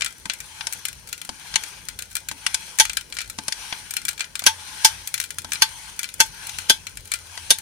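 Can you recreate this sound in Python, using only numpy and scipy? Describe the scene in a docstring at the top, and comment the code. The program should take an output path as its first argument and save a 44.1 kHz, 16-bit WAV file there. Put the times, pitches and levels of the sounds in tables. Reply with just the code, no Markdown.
"""A notched steel disc rustles through a hopper of oats in a homemade seeder, turned by a chain as a
hand nudges the wheel about once a second. Now and then it jams and springs free with a loud clack, or
pinches seeds until they crack. Metered seeds drop and bounce in a metal bowl below.
Outdoors, over a low rumble, so close that the microphones overload on the clacks."""
import sys
import numpy as np
from scipy import signal
from scipy.fft import rfft, irfft, next_fast_len
from scipy.io import wavfile
from scipy.ndimage import uniform_filter1d, minimum_filter1d, map_coordinates

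SR = 44100
rng = np.random.default_rng(int(sys.argv[2]) if len(sys.argv) > 2 else 0)


def generate_wav(signal):
    """Clip the signal to [-1, 1] and save it as 16-bit WAV at the path in sys.argv[1]."""
    frames = np.transpose(np.atleast_2d(signal))
    scaled = np.clip(frames, -1, 1) * 32767
    pcm = np.round(scaled).astype(np.int16)
    wavfile.write(sys.argv[1], SR, pcm)


N = 335601
AGE = np.arange(SR // 4) / SR  # time since a hit [s]

# Hand pushes on the wheel: (time [s], rise [s], hold [s], rubbing level [dB], knock level [dB])
PUSHES = [(0.255, 0.36, 0.099, -44, -34), (1.291, 0.26, 0.083, -41, -32), (2.313, 0.17, 0.2, -42.5, -33.5),
          (3.386, .24, 0.13, -39.5, -31.5), (4.42, 0.39, 0.077, -38, -39), (5.445, 0.12, 0.33, -43.5, -37),
          (6.238, 0.19, 0.16, -41, -52), (7.17, 0.18, 0.1, -43, -76)]
def rubbing_db(creep_db=-53.5, grip_s=0.01, swell_db=12, coast_db_per_s=55):
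    """Rubbing envelope: the disc speeds up, runs and is braked by grain; between pushes the heap creeps."""
    power = amp(creep_db) ** 2
    for start, rise, hold, db, _ in PUSHES:
        t = np.arange(N) / SR - start
        run_up = swell_db * np.clip(1 - t / rise, 0, 1)
        braking = coast_db_per_s * np.maximum(t - rise - hold, 0)
        power = power + (np.clip(t / grip_s, 0, 1) * amp(db - run_up - braking)) ** 2
    return 10 * np.log10(power)


# Resonances of the rubbed hopper wall and disc: (frequency [Hz], width [Hz], gain [dB])
HOPPER_RESONANCES = [(879, 70, 1), (1013, 104, -2), (1570, 200, 0.5), (1905, 140, -1.5), (2350, 510, -1.5),
                     (3043, 75, 1.5), (3180, 85, -0.5), (3365, 170, 0.5), (3760, 440, -6)]
def hopper_gain(hz):
    """The hopper's resonant body; its small walls radiate little bass."""
    walls = sum((-1) ** k * amp(db) * 1j * hz * width / (centre ** 2 - hz ** 2 + 1j * hz * width)
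                for k, (centre, width, db) in enumerate(HOPPER_RESONANCES))
    return walls * amp(along([(450, -20), (660, -2), (780, -2), (900, -4.5), (1400, -4)], hz))


# Hiss of the husks: (frequency [Hz], gain [dB])
HUSK_EQ = [(3000, -37), (4200, 4.5), (4500, -3.5), (4800, 1), (5300, -1.5), (5950, 4), (6500, -1),
           (7100, -5), (8400, -3), (9400, 4.5), (10300, -5), (12000, -11.5), (14200, -13), (15800, -17)]
def rustle(scrape_trim_db=1, hiss_trim_db=1.24, hiss_follows=0.86):
    """Countless husks slip past the disc: they hiss, and their jolts excite the hopper's resonances."""
    rub_db = rubbing_db()
    scrape_db = rub_db + scrape_trim_db + 0.7 * wobble(60)  # the grain churns
    hiss_db = rub_db.max() + hiss_follows * (rub_db - rub_db.max()) + hiss_trim_db
    scrape = amp(scrape_db) * noise(hopper_gain, lean=1.72, size=N, drive=amp(0.5 * wobble(700)))
    hiss = amp(hiss_db) * noise(tone(HUSK_EQ), lean=0.98, size=N, drive=amp(wobble(2500)))
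    slides = amp(0.7 * wobble(56))  # the heap gives way in small slides
    return patchy(slides * (scrape + hiss), depth_db=2)


# Jams letting go: (time [s], thud [dB], low mids [dB], clang [dB], snap [dB], hopper ring [dB],
# emphasis centre [Hz], emphasis [dB])
CLACKS = [(2.7981, -25, -19.5, -12, -4, -8.5, 2960, 10), (4.4642, -33, -20, -10.5, -5, -12.5, 1610, 8),
          (4.847, -23, -18.5, -10, -2, -1.5, 6200, 1), (5.6205, -45.5, -22, -15.5, -10.5, -20, 4500, 12),
          (6.2028, -24.5, -20.5, -11.5, -5.5, -10.5, 6250, 1),
          (6.6971, -22.5, -23, -12.5, -6, -12.5, 3430, 16), (7.505, -25, -26.5, -17, -4.5, -16, 3720, 14)]
# Colour of the impact: (frequency [Hz], gain [dB])
CLACK_EQ = [(60, -24), (130, -9), (220, -9.5), (370, -5.5), (650, -7.5), (1200, -7.5), (2000, 1.5),
            (3300, 0.5), (4500, -2.5), (6300, 1.5), (8200, -5.5), (9500, 1.5), (11500, -7), (15500, -19.5)]
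# Its stereo placement: (frequency [Hz], left over right [dB])
CLACK_PAN = [(200, 3), (900, 1.5), (1400, 10), (2300, 8), (4400, 1.5), (8000, 2.5), (15000, 1.5)]
# Ring of the steel disc: (frequency [Hz], relative level [dB], t60 [s])
DISC_MODES = [(883, -5, .11), (985, -8, .056), (1545, 3, .06), (1615, 0, .05), (2290, -2, .06),
              (2690, -2, .05), (3100, 2, .07), (3365, -2, .09), (3540, -2, .08), (4400, 1, .05),
              (4760, 1, .04), (5860, 3, .04), (6240, 5, .04), (9440, 1, .05)]
# Ring of the hopper wall: (frequency [Hz], relative level [dB], t60 [s])
HOPPER_MODES = [(884, 0, .105), (905, -5, .075)]
def clacks(impact_t60=0.045, steel_t60=0.11, attack_s=0.00091):
    """The jam slips for a moment, then the disc springs back against the hopper and rings."""
    out = np.zeros((2, N))
    slip_len = SR // 100
    for start, *bands_db, wall_db, centre_hz, emphasis_db in CLACKS:
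        colour = varied(CLACK_EQ)
        # where the rim caught decides which modes speak most
        emphasis = lambda hz: emphasis_db * np.exp(-(np.log((hz + 1) / centre_hz) / 0.062) ** 2)
        steel_colour = lambda hz: colour(hz) * amp(emphasis(hz)) * (hz > 800)
        impact = noise(colour, pan=CLACK_PAN) * fade(impact_t60)
        steel = noise(steel_colour, pan=CLACK_PAN) * fade(steel_t60)  # a crowd of small modes lingers
        disc = ring(DISC_MODES, boost_db=emphasis(np.transpose(DISC_MODES)[0]) / 2, pan=CLACK_PAN)
        wall = ring(HOPPER_MODES, pan=CLACK_PAN)
        hit = impact + amp(-13) * steel + amp(-2) * disc + amp(wall_db) * wall
        add(out, start, voiced(hit * (1 - fade(attack_s)), [700, 1200, 4000], bands_db))
        swell = fade(0.03)[:slip_len][::-1]
        slip = noise(colour, size=slip_len, pan=CLACK_PAN) * swell
        add(out, start - slip_len / SR, amp(-20) * slip)
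    return out


# Colour of a snap at the disc: (frequency [Hz], gain [dB])
SNAP_EQ = [(150, -3), (480, -16), (850, 2), (1150, -3), (1500, 3.5), (2000, 9), (3200, 7.5), (6300, 10),
           (8000, 6.5), (10000, 7), (12000, -7), (15500, -17)]
def disc_snap(bands_db, t60=0.033, attack_s=0.0041, lean=1.4):
    """A sharp contact at the disc; the grain around it damps its ring."""
    contact = noise(varied(SNAP_EQ), lean) * fade(t60)
    hit = (contact + amp(-13) * ring(DISC_MODES, lean)) * (1 - fade(attack_s))
    return voiced(hit, [1200, 4500], bands_db)


# Seeds cracking: (time [s], low push on the wall [dB], mids [dB], highs over mids [dB])
CRACKS = [(0.608, -40.5, -28.5, -23), (0.669, -40, -30.5, 5), (1.54, -43, -31, -5),
          (1.557, -32.5, -16.5, -2.5), (2.464, -38.5, -19.5, -3), (2.544, -39, -25, 6.5),
          (3.481, -35, -31.5, 7.5), (3.5228, -69, -27.5, 1.5), (3.7251, -34, -26, -49),
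          (7.375, -40.5, -36, -2)]
def cracks():
    """Seeds pinched by the disc snap against the hopper wall."""
    out = np.zeros((2, N))
    for start, wall_db, mid_db, bright_db in CRACKS:
        add(out, start, disc_snap([wall_db, mid_db, mid_db + bright_db]))
    return out


# Dull bump of the frame: (frequency [Hz], gain [dB])
FRAME_EQ = [(60, -25), (130, -7.5), (210, 9.5), (300, 6), (450, -21), (900, -7), (2000, -52)]
def chain_knocks(t60=0.18, attack_s=0.0017):
    """At each push the chain takes up its slack: the disc clicks and the frame bumps softly."""
    out = np.zeros((2, N))
    for start, *_, db in PUSHES:
        bump = noise(tone(FRAME_EQ), lean=0.27) * fade(t60) * (1 - fade(attack_s))
        click = disc_snap(bands_db=[-2, -3, -1])
        add(out, start, amp(db) * (amp(-7) * bump + click))
    return out


# Dry tick of a seed: (frequency [Hz], gain [dB])
SEED_EQ = [(200, -24.5), (800, -11.5), (1100, -12), (1400, 8.5), (2400, 2.5), (3000, 7), (6000, 9),
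           (9300, 12), (11000, 9.5), (13000, 3), (15500, 8)]
# Ring of the metal bowl: (frequency [Hz], relative level [dB], t60 [s])
BOWL_MODES = [(1432, -7, 0.18), (1496, -20, 0.032), (1638, -4, 0.081), (2040, -8, 0.21), (2350, 9, 0.057),
              (2426, -1.5, 0.11), (2585, 0, 0.056), (3030, -18, 0.15), (3300, -18, 0.024), (3470, -7, 0.17),
              (4166, 5.5, 0.086)]
def seed_on_bowl(t60=0.026, tail_t60=0.12, tail_cutoff_hz=4500, attack_s=0.002, lean=1.62):
    """One seed ticks on the bowl, which rings briefly; the treble dies first."""
    colour = varied(SEED_EQ)
    contact = noise(colour, lean) * fade(t60)
    tail = noise(lambda hz: colour(hz) / np.hypot(1, hz / tail_cutoff_hz), lean) * fade(tail_t60)
    return (contact + amp(-17) * (tail + ring(BOWL_MODES, lean))) * (1 - fade(attack_s))


# The louder landings in the bowl: (time [s], relative level [dB], top-end trim [dB])
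DROPS = [(0.0084, -15.5, -22), (0.0199, -9, -29), (0.0458, -20, -1.5), (0.0613, -15.5, -12),
         (0.2977, -10.5, -25), (0.3353, -25.5, -1), (0.403, -24.5, -4), (0.725, -23, 1), (0.7326, -30, 8),
         (0.8524, -16, -3), (0.8839, -21.5, -4.5), (1.1278, -18.5, -4), (1.215, -24, -6.5),
         (1.2492, -30.5, -1), (1.6357, -20.5, -9), (1.8858, -21, -4), (1.9894, -21.5, -4),
         (2.022, -25, -1.5), (2.153, -18, 0), (2.1663, -18, -4), (2.2862, -18.5, -3), (2.7867, -11, -4),
         (2.8526, -15, -8), (2.8959, -14.5, -15), (2.932, -25, -2), (2.9697, -10.5, -7),
         (3.1241, -20.5, -16), (3.1676, -19.5, -16), (3.1865, -15, -17), (3.2046, -19.5, -20),
         (3.2154, -22.5, -7), (3.2984, -25.5, 0.5), (3.9077, -24, 3), (3.9375, -24, 0), (3.9667, -13.5, -5),
         (4.0515, -19.5, -0.5), (4.0822, -15, -5), (4.088, -15, -1), (4.178, -25.5, -12),
         (4.1945, -21.5, -10), (4.206, -11, -29), (4.3539, -16.5, -9), (4.393, -19.5, -2.5),
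         (4.4388, -19.5, -5), (5.0737, -23.5, 4.5), (5.1408, -13.5, -2), (5.1778, -21.5, -9),
         (5.2006, -14, -1.5), (5.2134, -22, -7), (5.239, -22.5, -6), (5.305, -22.5, -3),
         (5.3843, -19, -1.5), (5.5192, -13, -12), (5.5328, -16.5, -2), (5.555, -17.5, -38),
         (5.9917, -17.5, -2), (6.0309, -19, -5), (6.0419, -18, -16), (6.089, -26, -8), (6.14, -33, 6),
         (6.4692, -30.5, 6), (6.4931, -22, -9), (6.5856, -17.5, -7.5), (6.8682, -20, -11.5),
         (6.9713, -25, -5.5), (7.117, -13, -6.5), (7.1378, -15, -3), (7.5853, -26, 2.5)]
def drops(splits_hz=(3000, 7000), balance_db=(-15.5, -14, -7), hop_s=(0.012, 0.06)):
    """Each metered seed lands and hops once more, faintly."""
    out = np.zeros((2, N))
    for start, db, top_db in DROPS:
        bands_db = db + np.add(balance_db, [0, 0, top_db])
        flight_s = rng.uniform(*hop_s)
        loss_db = rng.normal(18.5, 4)
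        add(out, start, voiced(seed_on_bowl(), splits_hz, bands_db))
        add(out, start + flight_s, voiced(seed_on_bowl(), splits_hz, bands_db - loss_db))
    return out


def strays(gain_db=-29, spread_db=10, count=6, after_s=(0.81, 0.84)):
    """As the disc slows after each push, a few more seeds slip from the notches and land softly."""
    out = np.zeros((2, N))
    for start, *_ in PUSHES:
        for late, soft in rng.random((count, 2)):
            delay_s = np.interp(late, [0, 1], after_s)
            add(out, start + delay_s, amp(gain_db - spread_db * soft) * seed_on_bowl())
    return out


def settling(gain_db=(-43, -33), count=130, t60=0.022):
    """Single seeds shift on the heap with tiny dry ticks."""
    out = np.zeros((2, N))
    for start, db in rng.uniform([0, gain_db[0]], [N / SR, gain_db[1]], (count, 2)):
        add(out, start, amp(db) * noise(varied(SEED_EQ)) * fade(t60))
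    return out


# Outdoor rumble bed: (frequency [Hz], gain [dB])
YARD_EQ = [(20, -17), (32, -32), (48, 8), (70, -3.5), (120, -2), (180, -4), (250, -11), (450, -12),
           (600, -14), (900, -32.5), (1500, -25.5)]
# Fader ride of a far hum: (time [s], level [dB])
HUM_RIDE = [(0, -59), (4.35, -63), (4.5, -52), (6, -59.5), (7.6, -48)]
def yard(air_db=-52, hum_hz=87, half_width_hz=5):
    """Low outdoor rumble with a wavering hum; a patchy EQ effect shifts the rumble's colour."""
    hum = noise(lambda hz: 1 / (1 + ((hz - hum_hz) / half_width_hz) ** 2), lean=0.35, size=N)
    hum_db = np.interp(np.arange(N) / SR, *np.transpose(HUM_RIDE))
    air = patchy(noise(tone(YARD_EQ), lean=0.62, size=N), depth_db=2.5)
    return amp(air_db) * air + amp(hum_db) * hum


# Reverb time of the yard: (frequency [Hz], t60 [s])
YARD_DECAY = [(200, 0.16), (2000, 0.21), (10000, 0.18)]
def echo(x, predelay=SR // 200):
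    """Paving and nearby walls give a short tail."""
    hz, t, spectrum = signal.stft(rng.standard_normal((2, SR // 3)), SR, nperseg=256)
    decay = np.exp(-np.log(1000) * t / along(YARD_DECAY, hz)[:, None])
    tail = signal.istft(spectrum * decay, SR, nperseg=256)[1]
    tail = np.pad(tail / np.linalg.norm(tail[0]), ((0, 0), (predelay, 0)))
    return signal.fftconvolve(x, tail, axes=1)[:, :N]


# Stereo image, narrow bass and wide treble: (frequency [Hz], left-right correlation [ratio])
CORRELATION = [(60, 0.83), (300, 0.46), (850, 0.63), (1400, 0.095), (3000, 0.13), (15000, 0.1)]
# Placement at lean = 1: (frequency [Hz], left over right [dB])
PAN = [(60, 3), (200, 5), (700, 0.5), (1400, 4.5), (2400, 6), (4400, 4.5), (8000, 4.5), (15000, 1)]
def noise(gain, lean=1, size=len(AGE), drive=1, pan=PAN):
    """Stereo noise of rms 1, leaning left: a random force, scaled by drive, through a gain curve."""
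    fft_len = next_fast_len(size)
    hz = np.fft.rfftfreq(fft_len, 1 / SR)
    width = np.arccos(np.clip(along(CORRELATION, hz), -1, 1)) / 2
    mid, side = rfft(drive * rng.standard_normal((2, size)), fft_len) * [np.cos(width), np.sin(width)]
    left = amp(lean * along(pan, hz) / 2)
    pair = np.array([(mid + side) * left, (mid - side) / left]) / np.hypot(left, 1 / left)
    return unit(irfft(pair * gain(hz), fft_len)[:, :size])


def ring(modes, lean=1, boost_db=0, pan=PAN, detune=0.006):
    """Modes struck at new strengths; the higher ones reach the two microphones out of step."""
    hz, db, t60 = np.transpose(modes)
    hz = hz * (1 + detune * rng.standard_normal(len(hz)))  # load and contact point shift the pitch
    scatter_db = 2.5 * rng.standard_normal(len(hz))
    strength = amp(db + scatter_db + boost_db) / np.linalg.norm(amp(db))
    phase = rng.uniform(0, 2 * np.pi, len(hz))
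    apart = np.arccos(np.clip(along(CORRELATION, hz), -1, 1)) * rng.choice([-1, 1], len(hz))
    left = amp(lean * along(pan, hz) / 2)
    pair = np.array([left, np.exp(1j * apart) / left]) * strength * np.exp(1j * phase)
    waves = np.exp(np.outer(2j * np.pi * hz - np.log(1000) / t60, AGE))
    return (pair @ waves).imag


def voiced(hit, splits_hz, levels_db):
    """Split a hit into bands and set each one's level by its first 10 ms."""
    rest, bands = hit, []
    for hz in splits_hz:
        low, high = (signal.butter(4, hz, kind, fs=SR, output="sos") for kind in ("low", "high"))
        bands.append(signal.sosfilt(low, rest))
        rest = signal.sosfilt(high, rest)
    return sum(amp(db) * band / np.std(band[:, :SR // 100].mean(0))
               for band, db in zip(bands + [rest], levels_db))


def patchy(x, depth_db):
    """An EQ effect that shifts the colour in patches some 300 Hz wide and 80 ms long."""
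    spectrum = signal.stft(x, nperseg=512)[2]
    patches = uniform_filter1d(rng.standard_normal(spectrum.shape[1:]), size=4, axis=0)
    patches = uniform_filter1d(patches, size=14, axis=1)
    return signal.istft(spectrum * amp(depth_db * unit(patches)), nperseg=512)[1][:, :N]


def varied(points):
    """An EQ curve with peaks and dips of its own: no two hits land on the same spot."""
    ripple_db = 3 * rng.standard_normal(140)
    return lambda hz: amp(along(points, hz) + map_coordinates(ripple_db, [np.sqrt(hz) * 2 / 3]))


def tone(points):
    """An EQ curve through (frequency [Hz], gain [dB]) points."""
    return lambda hz: amp(along(points, hz))


def along(points, hz):
    """Read (frequency [Hz], value) points on a log axis."""
    knots_hz, values = np.transpose(points)
    return np.interp(np.log(hz + 1), np.log(knots_hz + 1), values)


def wobble(rate):
    """A smooth random curve, rate knots a second."""
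    return map_coordinates(rng.standard_normal(int(N * rate / SR) + 4), [np.arange(N) * rate / SR])


def fade(t60):
    """A decay of 60 dB in t60 seconds."""
    return np.exp(-np.log(1000) * AGE / t60)


def amp(db):
    """Decibels to gain."""
    return 10 ** (np.asarray(db) / 20)


def unit(x):
    """Scale to rms 1."""
    return x / np.sqrt(np.mean(x ** 2) + 1e-20)


def add(track, time_s, sound):
    """Mix a stereo sound in at its cue."""
    start = max(round(time_s * SR), 0)
    track[:, start:start + sound.shape[1]] += sound[:, :max(N - start, 0)]


def scene():
    """The seeder at work in the yard, with a touch of reverb on the seeds and clacks."""
    hits = drops() + strays() + settling() + cracks() + clacks()
    return hits + amp(-20.5) * echo(hits) + rustle() + chain_knocks() + yard()


# Treble roll-off of the microphones: (frequency [Hz], gain [dB])
MIC_EQ = [(11000, -1), (13000, -0.5), (15000, -3), (15900, -11)]
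def record(dry):
    """A fast limiter leans on the loudest peaks, the rest saturates, and the treble rolls off."""
    ceiling, top_hz = 1.9, 15900  # limiter threshold [full scales], band limit
    needed_gain = np.minimum(1, ceiling / (np.abs(dry).max(0) + 1e-9))
    limited = dry * uniform_filter1d(minimum_filter1d(needed_gain, size=45), size=45)
    saturated = limited / (1 + np.abs(limited) ** 7) ** (1 / 7)
    fft_len = next_fast_len(N + SR // 10)
    hz = np.fft.rfftfreq(fft_len, 1 / SR)
    return irfft(rfft(saturated, fft_len) * tone(MIC_EQ)(hz) * (hz < top_hz), fft_len)[:, :N]


dry = scene()
out = record(dry)
generate_wav(out)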